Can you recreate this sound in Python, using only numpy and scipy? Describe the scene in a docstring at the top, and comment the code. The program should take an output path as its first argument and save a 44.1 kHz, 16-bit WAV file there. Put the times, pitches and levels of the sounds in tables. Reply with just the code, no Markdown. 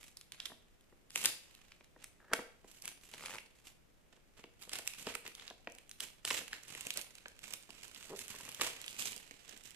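"""Thin plastic wrap snaps and crinkles as hands peel it off a small cardboard box and turn the box.
Each snap is a crease flipping over; many tiny flips make the crinkle. The wrap tears once along an edge.
Fingers knock the hollow box, nails tick on it, and a nail and a fingertip stick and slip over the card.
Close by in a furnished room, each sharp sound leaves a short, bright echo over a quiet rumble."""
import sys
import numpy as np
from scipy import signal
from scipy.fft import rfft, irfft, next_fast_len
from scipy.io import wavfile
from scipy.ndimage import uniform_filter1d, map_coordinates

SR = 44100
rng = np.random.default_rng(int(sys.argv[2]) if len(sys.argv) > 2 else 0)


def inscribe(sig):
    """Save sig as 16-bit PCM at rate SR to the path in sys.argv[1].

    A 1-D sig is mono; a 2-D sig holds one channel per row.
    Samples are clipped to [-1, 1] before scaling.
    """
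    pcm = np.round(np.clip(np.atleast_2d(sig).T, -1, 1) * 32767)
    wavfile.write(sys.argv[1], SR, pcm.astype(np.int16))


N = 429975
TIME = np.arange(N) / SR


# The tone of a snap. Each row: frequency in Hz, boost or cut in dB.
SNAP_TONE = [(150, -26.5), (400, -16.5), (900, 1), (1500, 4.5), (2400, 6), (4200, 0), (6000, -1), (7700, 1),
             (9500, 2.5), (12000, -4.5), (14300, -12.5)]

def snap(facet_hz, bright_db, rise_cycles=1.26, flutter_t60=0.14, flutter_db=-21):
    """A crease flips: its facet (a flat patch of wrap) rings, its edges crack, then the film flutters."""
    t = np.maximum(np.arange(1024) / SR - .0005, 0)
    turn = t * facet_hz / rise_cycles  # a large facet is low in pitch and slow to flip
    # t60 is the time in seconds to fade by 60 dB
    shape = turn * np.exp(1 - turn) + (t > 0) * undb(flutter_db - 60 * t / flutter_t60)
    burst = colour(stereo_noise(len(t), apart=0.56) * shape, SNAP_TONE)
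    burst = band(burst, 0.32 * facet_hz, "high")  # it gives off little below its own pitch
    mids = unit(resonance(burst, facet_hz, q=3.3)) + undb(-3) * unit(band(burst, 5750, "low", order=4))
    return unit(mids) + undb(bright_db) * unit(band(burst, 5950, "high", order=4))


# Sharp snaps of the wrap, and a few dull nail ticks on the box (the rows with very low treble).
# Each row: start in seconds, level in dB, pitch in Hz, treble over mids in dB, left minus right in dB.
SNAPS_AND_TICKS = [(0.1707, -47, 3830, 4, -1.5), (0.2117, -51, 3330, 1, 1), (0.3204, -44, 3560, -1.5, 0),
                   (0.4015, -38.5, 3200, -10, 0.5), (0.4561, -38.5, 3470, -7, -14),
                   (0.459, -39, 3240, -0.5, 6), (1.105, -50, 3400, 0, 5), (1.158, -28, 2480, -2, 1.5),
                   (1.2397, -35, 3510, 18, 2), (1.2479, -27.5, 2770, -5, 22), (1.2568, -21.5, 3470, 5, 2),
                   (1.26, -34, 3300, -8, -4), (1.55, -55, 2840, -1, -2), (1.7191, -52, 2400, -14, 2),
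                   (1.8086, -59.5, 2300, -29, 2), (2.0418, -44.5, 2170, 3.5, 2),
                   (2.3339, -25.5, 1540, -6, -0.5), (2.3375, -34, 1670, -13, 1),
                   (2.8217, -47, 2580, 12, -4), (2.8546, -40.5, 2277, 6, 2),
                   (2.8778, -37.5, 2380, 2.5, 2.5), (3.138, -44, 3240, -10, 6), (3.259, -39, 2670, -3, 4),
                   (3.3838, -41.5, 2270, -11, 3), (4.4398, -50, 2200, -27, 2), (4.6254, -49.5, 3610, 4, -5),
                   (4.6941, -43.5, 3540, 0, 2.5), (4.733, -36.5, 3730, 2.5, 0), (4.7873, -41, 2960, 5, 0),
                   (4.8757, -31, 2730, 0.5, -3), (4.936, -45.5, 2380, -4, -2),
                   (5.0692, -39, 2830, -11, 0.5), (5.1515, -35, 2100, -0.5, -8.5),
                   (5.2636, -43, 2060, -23, 3), (5.277, -44, 2600, 1, -1), (5.3511, -46, 3370, 0, -2.5),
                   (5.397, -47.5, 3270, -8, 8), (5.479, -46, 3850, -9, -2), (5.5013, -47.5, 3000, -9, 1),
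                   (5.6726, -42.5, 2080, -54, -1), (5.721, -55.5, 2600, 15, -4), (5.75, -57, 3060, 9, -8),
                   (5.7847, -50.5, 2500, -1.5, 1), (5.8936, -50.5, 2660, 8, 2), (5.913, -46, 3560, 3, 0),
                   (6.0043, -34.5, 3050, 1.5, -1.5), (6.2506, -32.5, 3050, 0.5, 1),
                   (6.276, -35.5, 2380, -9, 18), (6.3046, -33, 2900, -9, 5), (6.3084, -30, 2170, -18, 0),
                   (6.3772, -38, 3290, -13, 17), (6.48, -45.5, 1900, -2, -6), (6.5304, -35.5, 1900, -13, 4),
                   (6.75, -41.5, 2030, -5, 5), (6.8089, -40.5, 2660, 5, -7), (6.8685, -37, 2620, 1, 0),
                   (6.905, -33, 2780, -3.5, 0), (6.939, -44.5, 3450, 10, -12), (6.973, -33, 4160, 7, -4),
                   (7.0136, -42.5, 2540, 8, -14), (7.1528, -51.5, 2730, 5, -2),
                   (7.183, -52, 2650, -10, -12), (7.2574, -47, 1730, -32, -1), (7.2824, -50.5, 3290, 2, 1),
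                   (7.391, -52.5, 2810, -1, -2), (7.4399, -45, 2450, -5, -3), (7.5364, -37, 2720, 3.5, -5),
                   (7.7048, -47.5, 2800, -4, -6), (7.8339, -47.5, 2780, -1, 1), (7.947, -48.5, 2640, 0, -1),
                   (7.9607, -49.5, 2860, -13, -6), (8.0273, -50.5, 2740, -7, -6), (8.191, -40, 2820, 4, 0),
                   (8.5167, -48, 2600, 2, -9), (8.5466, -43, 2660, 7, -4), (8.6114, -31, 3000, -5, -4),
                   (8.6165, -30.5, 2370, 2, -6), (8.8153, -45.5, 3650, 4, -7),
                   (8.842, -46.5, 2500, -13, -7), (8.8627, -48, 2830, 12, 5), (8.8799, -40, 2950, -8, -4),
                   (9.0226, -37.5, 3150, -3, 14), (9.073, -41, 3200, -14, -1), (9.13, -44, 2700, -16, -8),
                   (9.3101, -47.5, 2590, -9, -9), (9.4933, -50, 4400, 3, -14), (9.637, -54, 2980, 7, -15)]

def snaps_and_ticks(neighbours=3, neighbour_db=-16, spread_s=.003):
    """The wrap snaps sharply or a nail ticks dully on the box, with weaker clicks milliseconds away."""
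    out = np.zeros((2, N))
    for start, db, pitch_hz, treble_db, pan_db in SNAPS_AND_TICKS:
        clicks = [(0.00013, 0.0072)]  # the main click: delay in seconds, extra dB
        clicks += [(.0005 + spread_s * late, neighbour_db) for late in rng.standard_normal(neighbours)]
        for delay, extra_db in clicks:
            click = at_level(snap(pitch_hz, treble_db), db + extra_db, span=.004)
            add(out, start + delay - .0006, click * pan(pan_db))
    return out


def small_snaps(effort_db, count=52, busy_db=-55, level_db=-51, facet_hz=2850):
    """Lesser creases flip at random, more often and louder with effort until the hands are fully busy."""
    out = np.zeros((2, N))
    slack_db = np.minimum(effort_db - busy_db, 0)
    work = np.cumsum(undb(slack_db))
    for k, (late, strong, high, bright, left) in enumerate(rng.standard_normal((count, 5))):
        # about one snap for each equal share of the work
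        i = min(np.searchsorted(work, work[-1] * (k + .5 + .5 * late) / count), N - 1)
        crack = snap(facet_hz * 2 ** (.25 * high), bright_db=5 + 6 * bright)
        crack = at_level(crack, level_db + 0.43 * slack_db[i] + 3 * strong, span=.004)
        add(out, TIME[i], crack * pan(curve(WRAP_PLACE, TIME[i]) + 5 * left))
    return out


# Fingers pull or crumple the wrap. Each row: start in seconds, length in seconds, level in dB,
# treble over mids in dB.
FINGER_STROKES = [(0.01, .07, -61, 6.5), (0.337, .02, -65, -6.5), (0.421, .06, -61.5, -5),
                  (1.168, .06, -46, 10), (1.243, .03, -45.5, -11), (2.005, .03, -66, -11),
                  (2.338, .04, -61, -4), (2.686, .09, -63, 9.5), (2.849, .04, -54.5, -1),
                  (3.032, .04, -62.5, 10), (3.12, .09, -59, 3), (3.226, .12, -55, 6),
                  (3.564, 0.023, -68.5, 4), (3.658, .02, -57, 4.5), (4.129, .02, -71, -7.5),
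                  (4.374, .04, -64, -4), (4.615, .02, -56, 5.5), (4.733, .025, -45, -1),
                  (4.985, .035, -53, 10), (5.071, .045, -49.5, -6), (5.251, .025, -56.5, -4),
                  (5.396, 0.086, -61, -8), (6.019, .02, -48.5, 4.5), (6.272, .02, -43.5, 9),
                  (6.317, .06, -41, 4.5), (6.526, .025, -54.5, -6), (6.695, .19, -53.5, 1.5),
                  (6.965, .025, -51.5, -9.5), (7.442, .025, -50.5, 4), (7.504, .03, -54, -1),
                  (7.747, .06, -62, 0), (7.832, .02, -54.5, 3), (7.949, .16, -58, 4),
                  (8.175, .04, -51, 12.5), (8.298, .045, -50.5, 4), (8.393, .1, -54.5, 5.5),
                  (8.621, .05, -40.5, -1.5), (8.888, .03, -56, 16), (8.992, 0.027, -43, 9.5),
                  (9.054, .025, -44, 10.5), (9.112, .05, -55, 6), (9.489, .05, -59.5, -7),
                  (9.646, .03, -58, 8.5)]
# Loose wrap rustles softly between strokes. 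Each row: time in seconds, level in dB.
LOOSE_RUSTLE = [(0, -80), (1.1, -82), (1.5, -67), (1.7, -70), (1.9, -83), (2.6, -79), (3.3, -65.5),
                (3.8, -87), (4.5, -81), (4.8, -59.5), (5.55, -74.5), (6.25, -74), (6.9, -60.5), (7.3, -71),
                (8.5, -57), (9.05, -56.5), (9.3, -63.5), (9.75, -63.5)]

def handling(attack_s=.015, release_s=.075, rustle_treble_db=-2):
    """How hard the wrap is worked and how bright it sounds, both in dB: strokes over the soft rustle."""
    t = TIME[::64]
    power = undb(curve(LOOSE_RUSTLE, t)) ** 2
    treble = power * rustle_treble_db
    for start, length, db, treble_db in FINGER_STROKES:
        swell = np.maximum(start - t, 0) / (attack_s + .45 * length)  # long strokes swell more slowly
        fade = np.maximum(t - start - length, 0) / release_s
        stroke = undb(db - 20 * (swell + fade)) ** 2
        power += stroke
        treble += stroke * treble_db
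    return np.interp(TIME, t, 10 * np.log10(power)), np.interp(TIME, t, treble / power)


# The tones of crinkling film and of hands rubbing card. Each row: frequency in Hz, boost or cut in dB.
CRINKLE_TONE = [(150, -10), (400, -3), (900, -2), (1500, -0.5), (2100, 1.5), (2800, 4), (4000, -2.5),
                (5500, -5), (7600, -3), (9000, -6.5), (12000, -7.5), (14300, -21)]
RUB_TONE = [(40, -17), (110, 1.5), (250, -0.5), (450, -5), (900, -21.5), (2000, -31), (6000, -58)]
# Where the wrap is between two microphones. Each row: time in seconds, left minus right in dB,
# delay of the left side in milliseconds.
WRAP_PLACE = [(0, 1, -0.021), (1.3, -2, -0.1), (2.8, -1, 0.076), (3.3, -1, -0.051), (4.7, -1, 0.094),
              (6.3, -5, 0.02), (6.9, -3.5, 0.143), (7.7, -7, 0.13), (8.6, -1, 0.072), (9.7, -11, 0.56)]

def crinkle(effort_db, bright_db, flips_per_s=450, spread_db=5, hiss_db=-10, grain_s=0.0022):
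    """Many tiny creases flip over a hiss of sliding film; harder handling sets off more of them."""
    flips = rng.random(N) < flips_per_s / SR * undb(.45 * (effort_db + 60))
    sizes = flips * undb(spread_db * np.minimum(rng.exponential(size=N), 4))
    power = signal.lfilter([1], [1, -np.exp(-1 / (grain_s * SR))], sizes ** 2)
    # even out the loudness, so that the effort sets the level
    grains = np.sqrt(power / (uniform_filter1d(power, size=2560) + 1e-3 * power.mean()))
    film = unit(colour(stereo_noise(N, apart=1.0) * (grains + undb(hiss_db)), CRINKLE_TONE))
    mids = band(film, 5900, "low", order=1)
    film = mids * undb(-bright_db / 2) + (film - mids) * undb(bright_db / 2)
    film = film * pan(curve(WRAP_PLACE, TIME)) * undb(effort_db)
    rub = unit(colour(grains * rng.standard_normal(N), RUB_TONE))  # hands rumble dully on the card
    return film + rub * undb(np.minimum(effort_db, -48) - 15)


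# The wrap tears along an edge. Each row: time in seconds, slips per second, level in dB.
EDGE_TEAR = [(3.17, 85, -64.5), (3.23, 67, -51), (3.29, 86, -54.5), (3.35, 105, -47.5), (3.40, 79, -78)]

def tear_step(box_db=2, ring_s=0.0042):
    """One step of the tear cracks the film and tugs the box at a new spot; the hand damps it at once."""
    crack = snap(facet_hz=2100, bright_db=-6)
    tug = box_ring(panel_hz=rng.uniform(780, 1840), contact_hz=1460)[:crack.shape[1]]
    damping = np.exp(-np.arange(len(tug)) / SR / ring_s)
    return (unit(crack) + undb(box_db) * unit(tug)) * damping


# The hollow box's own notes. Each row: pitch in Hz, seconds to fade by 60 dB, relative level in dB.
BOX_NOTES = [(220, .03, -2.5), (277.7, 0.066, -4.5), (380, 0.033, -3.5), (470, 0.048, -1.5),
             (627, 0.03, -2.5), (826, 0.034, -5), (933, 0.046, -6.5), (1117, 0.016, 1), (1456, 0.01, 2.5),
             (1835, .022, 4), (2730, .006, -15.5)]

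def box_ring(panel_hz, contact_hz, panel_cycles=21, thud_t60=0.023):
    """A struck panel rings briefly over the box's own notes; a higher contact_hz is a harder touch."""
    t = np.arange(4096) / SR
    notes = np.zeros(len(t))
    for k, (hz, t60, db) in enumerate(BOX_NOTES):
        pitch = hz * (1 + 0.045 * rng.standard_normal())
        notes += (-1) ** k * undb(db - 60 * t / t60) * np.sin(2 * np.pi * pitch * t)
    thud = undb(-1 - 60 * t / thud_t60) * rng.standard_normal(len(t))
    body = band(notes + thud, min(contact_hz, SR / 4), "low")  # a soft pad leaves out the high notes
    body = band(body, 0.11 * contact_hz, "high")  # a hard, light nail barely moves the low ones
    panel = np.sin(2 * np.pi * panel_hz * t) * undb(-60 * t * panel_hz / panel_cycles)
    hardness = min(contact_hz / 3000, 1)
    return unit(body) + undb(1.5) * hardness * unit(panel)


# Knocks and tugs on the box. 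Each row: start in seconds, level in dB, pitch of the struck panel in Hz.
BOX_KNOCKS = [(0.5004, -57, 437), (0.518, -52.5, 430), (0.925, -60.5, 353), (1.158, -49.5, 525),
              (1.248, -45, 840), (1.8076, -62.5, 480), (1.962, -58, 508), (2.314, -48.5, 440),
              (2.3334, -28.5, 1670), (2.3902, -41, 510), (2.6437, -55, 403), (3.1383, -52.5, 820),
              (4.1298, -65, 520), (4.172, -69, 505), (4.3912, -57.5, 433), (4.44, -52.5, 350),
              (4.674, -58, 265), (4.7326, -53, 503), (4.791, -50.5, 666), (5.0693, -38.5, 426),
              (5.1524, -43, 1320), (5.251, -55, 400), (5.2771, -55.5, 350), (5.5082, -50, 710),
              (5.6725, -43, 680), (6.2492, -46.5, 1830), (6.308, -38.5, 1040), (6.4122, -51.5, 506),
              (6.7497, -56, 396), (6.8644, -51, 258), (6.9755, -51.5, 606), (7.2577, -48, 1590),
              (7.6916, -55, 440), (8.343, -53.5, 1070), (8.404, -54, 950), (8.48, -54, 1160),
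              (8.597, -46.5, 1150), (8.6133, -35, 1180), (9.023, -63, 303), (9.167, -59, 308),
              (9.309, -57, 272), (9.532, -57.5, 312)]

def knocks():
    """Fingers knock the box; a harder touch goes with a higher panel."""
    out = np.zeros(N)
    for start, db, panel_hz in BOX_KNOCKS:
        contact_hz = 1487 * (panel_hz / 500) ** 0.86
        add(out, start, at_level(box_ring(panel_hz, contact_hz), db, span=.008))
    return out


# A fingertip judders over the card. Each row: time in seconds, slips per second, level in dB.
FINGER_JUDDER = [(8.099, 206, -53), (8.113, 141, -47), (8.135, 200, -47), (8.152, 180, -52)]

def fingertip_slip(lid_hz=435, t60=0.021, soft_hz=700):
    """One slip of soft skin nudges the lid's dull, low note."""
    t = np.arange(2048) / SR
    lid = np.sin(2 * np.pi * lid_hz * t) * undb(-60 * t / t60)
    push = (.25 + undb(-6) * 4 * rng.standard_normal(len(t))) * np.exp(-t * soft_hz)
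    return band(band(lid + push, soft_hz * 1.54, "low", order=4), 190, "high")


# A nail drags on the card and slips off. Each row: time in seconds, slips per second, level in dB.
NAIL_DRAG = [(2.2, 320, -68), (2.28, 286, -74.5), (2.303, 360, -65), (2.331, 280, -45.5)]

def nail_slip():
    """One slip of a hard nail rings a high panel of the box."""
    return box_ring(panel_hz=1644, contact_hz=3220)


def stick_slip(rows, blow, jitter, scatter_db):
    """Something catches and lets go again and again, making uneven blows at a changing rate."""
    out, now = np.zeros((2, N)), rows[0][0]
    for late, strong in rng.standard_normal((64, 2)):
        if now > rows[-1][0]:
            break
        period = 1 / curve(rows, now)
        add(out, now, at_level(blow(), curve(rows, now, column=2) + scatter_db * strong, period))
        now += period * np.exp(jitter * late)
    return out


# The left microphone's tone against the right's. 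Each row: frequency in Hz, left minus right in dB.
MIC_BALANCE = [(300, -1.5), (1200, 1.5), (2800, -3), (4500, -5), (8000, -10.5), (10500, 10), (14000, -14.5)]

def microphones(near):
    """Two microphones colour the direct sound differently, and the further one hears it later."""
    left = colour(near[0], np.array(MIC_BALANCE) * [1, .5])
    right = colour(near[1], np.array(MIC_BALANCE) * [1, -.5])
    delayed = np.arange(N) - curve(WRAP_PLACE, TIME, column=2) * SR / 1000
    return np.array([map_coordinates(left, [delayed], order=3), right])


# The tone of the room's echo. Each row: frequency in Hz, boost or cut in dB.
ECHO_TONE = [(110, -2), (300, 1), (700, 2), (1200, -5.5), (1650, -3.5), (2050, -0.5), (2700, -0.5),
             (5000, 0), (8000, -0.5), (14000, 3)]
# Notes that ring between the walls. Each row: pitch in Hz, seconds to fade by 60 dB, relative level in dB.
ROOM_NOTES = [(418, 0.23, -29), (471.4, 0.4, -25.5), (766, 0.62, -30)]

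def room_echo(near, echo_db=-7, gap_s=0.0058, build_s=0.015, t60s=(0.36, 0.45, .3), cross=0.27):
    """The walls answer after a short gap with a dense tail, its bass alike on both sides."""
    t = np.arange(32768) / SR
    centre, side = rng.standard_normal((2, len(t)))
    noise = centre + band(side, 900, "high", order=1) * np.array([[1], [-1]])
    low, high = band(noise, 610, "low", order=1), band(noise, 4600, "high", order=1)
    tail = sum(part * undb(-60 * t / t60) for part, t60 in zip((low, noise - low - high, high), t60s))
    tail += sum(undb(db - 60 * t / t60) * np.sin(2 * np.pi * hz * t) for hz, t60, db in ROOM_NOTES)
    tail = colour(tail * np.clip((t - gap_s) / build_s, 0, 1), ECHO_TONE)
    tail *= undb(echo_db) / np.sqrt(np.sum(tail ** 2) / 2)
    blended = (1 - cross) * near + cross * near[::-1]  # walls all around pull the echo to the middle
    return signal.fftconvolve(blended, tail, axes=1)[:, :N]


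# The tone of the quiet room. Each row: frequency in Hz, boost or cut in dB.
AIR_TONE = [(12, -3.5), (20, 4.5), (69, -6.5), (232, -10), (361, -12), (546, -14.5), (947, -21.5),
            (2230, -22), (4200, -29), (7480, -30), (12300, -34), (13300, -33.5), (14500, -36)]

def background(level_db=-67, sway_db=0.5):
    """Low room rumble that sways a little, and faint hiss."""
    air = unit(colour(stereo_noise(N, apart=3.8), AIR_TONE))
    rumble = band(air, 99, "low", order=1)
    sway = unit(band(rng.standard_normal(N), 2.5, "low"))
    return (air + rumble * (undb(sway_db * sway) - 1)) * undb(level_db)


def undb(db):
    """Turn decibels into a gain."""
    return 10 ** (np.asarray(db) / 20)


def curve(rows, t, column=1):
    """Read a table's column at times t, sliding between rows."""
    rows = np.array(rows)
    return np.interp(t, rows[:, 0], rows[:, column])


def unit(x):
    """Scale to an average power of 1."""
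    return x / np.sqrt(np.mean(x ** 2) + 1e-30)


def colour(x, tone):
    """Boost and cut frequencies as a tone table says."""
    size = x.shape[-1]
    padded = next_fast_len(size)
    hz, db = np.transpose(tone)
    gains = undb(np.interp(np.log(np.fft.rfftfreq(padded, 1 / SR) + 1), np.log(hz), db))
    return irfft(rfft(x, padded) * gains, padded)[..., :size]


def band(x, hz, kind, order=2):
    """Keep what lies below ("low") or above ("high") hz."""
    return signal.sosfilt(signal.butter(order, hz, kind, fs=SR, output="sos"), x)


def resonance(x, hz, q):
    """Keep what lies near hz; a higher q is narrower."""
    return signal.lfilter(*signal.iirpeak(min(hz, SR / 4), q, fs=SR), x)


def pan(db):
    """Left and right gains, db apart, with constant total power."""
    pair = undb(np.array([[.5], [-.5]]) * db)
    return pair / np.sqrt(np.mean(pair ** 2, axis=0))


def stereo_noise(size, apart):
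    """Left and right noises that share a common part."""
    common, left, right = rng.standard_normal((3, size))
    return (common + apart * np.array([left, right])) / np.hypot(1, apart)


def add(out, start, sound):
    """Mix a sound in at start seconds."""
    i = max(int(start * SR), 0)
    out[..., i:i + sound.shape[-1]] += sound[..., :max(N - i, 0)]


def at_level(x, db, span):
    """Scale a blow so that its energy, spread over span seconds, has this level."""
    return x * undb(db) * np.sqrt(span * SR / np.mean(np.sum(x ** 2, axis=-1)))


def scene():
    """The wrap and the box close by, their echo, and the quiet room."""
    tear = stick_slip(EDGE_TEAR, tear_step, jitter=.15, scatter_db=2.5)
    judder = stick_slip(FINGER_JUDDER, fingertip_slip, jitter=.06, scatter_db=1)
    drag = stick_slip(NAIL_DRAG, nail_slip, jitter=0.39, scatter_db=6)
    effort_db, bright_db = handling()
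    near = snaps_and_ticks() + crinkle(effort_db, bright_db) + knocks() + small_snaps(effort_db)
    near += tear + judder + drag
    return microphones(near) + room_echo(near) + background()


def record(dry, top_hz=14700):
    """Cut off the highest treble."""
    return signal.sosfilt(signal.ellip(8, .2, 70, top_hz, fs=SR, output="sos"), dry)


dry = scene()
out = record(dry)
inscribe(out)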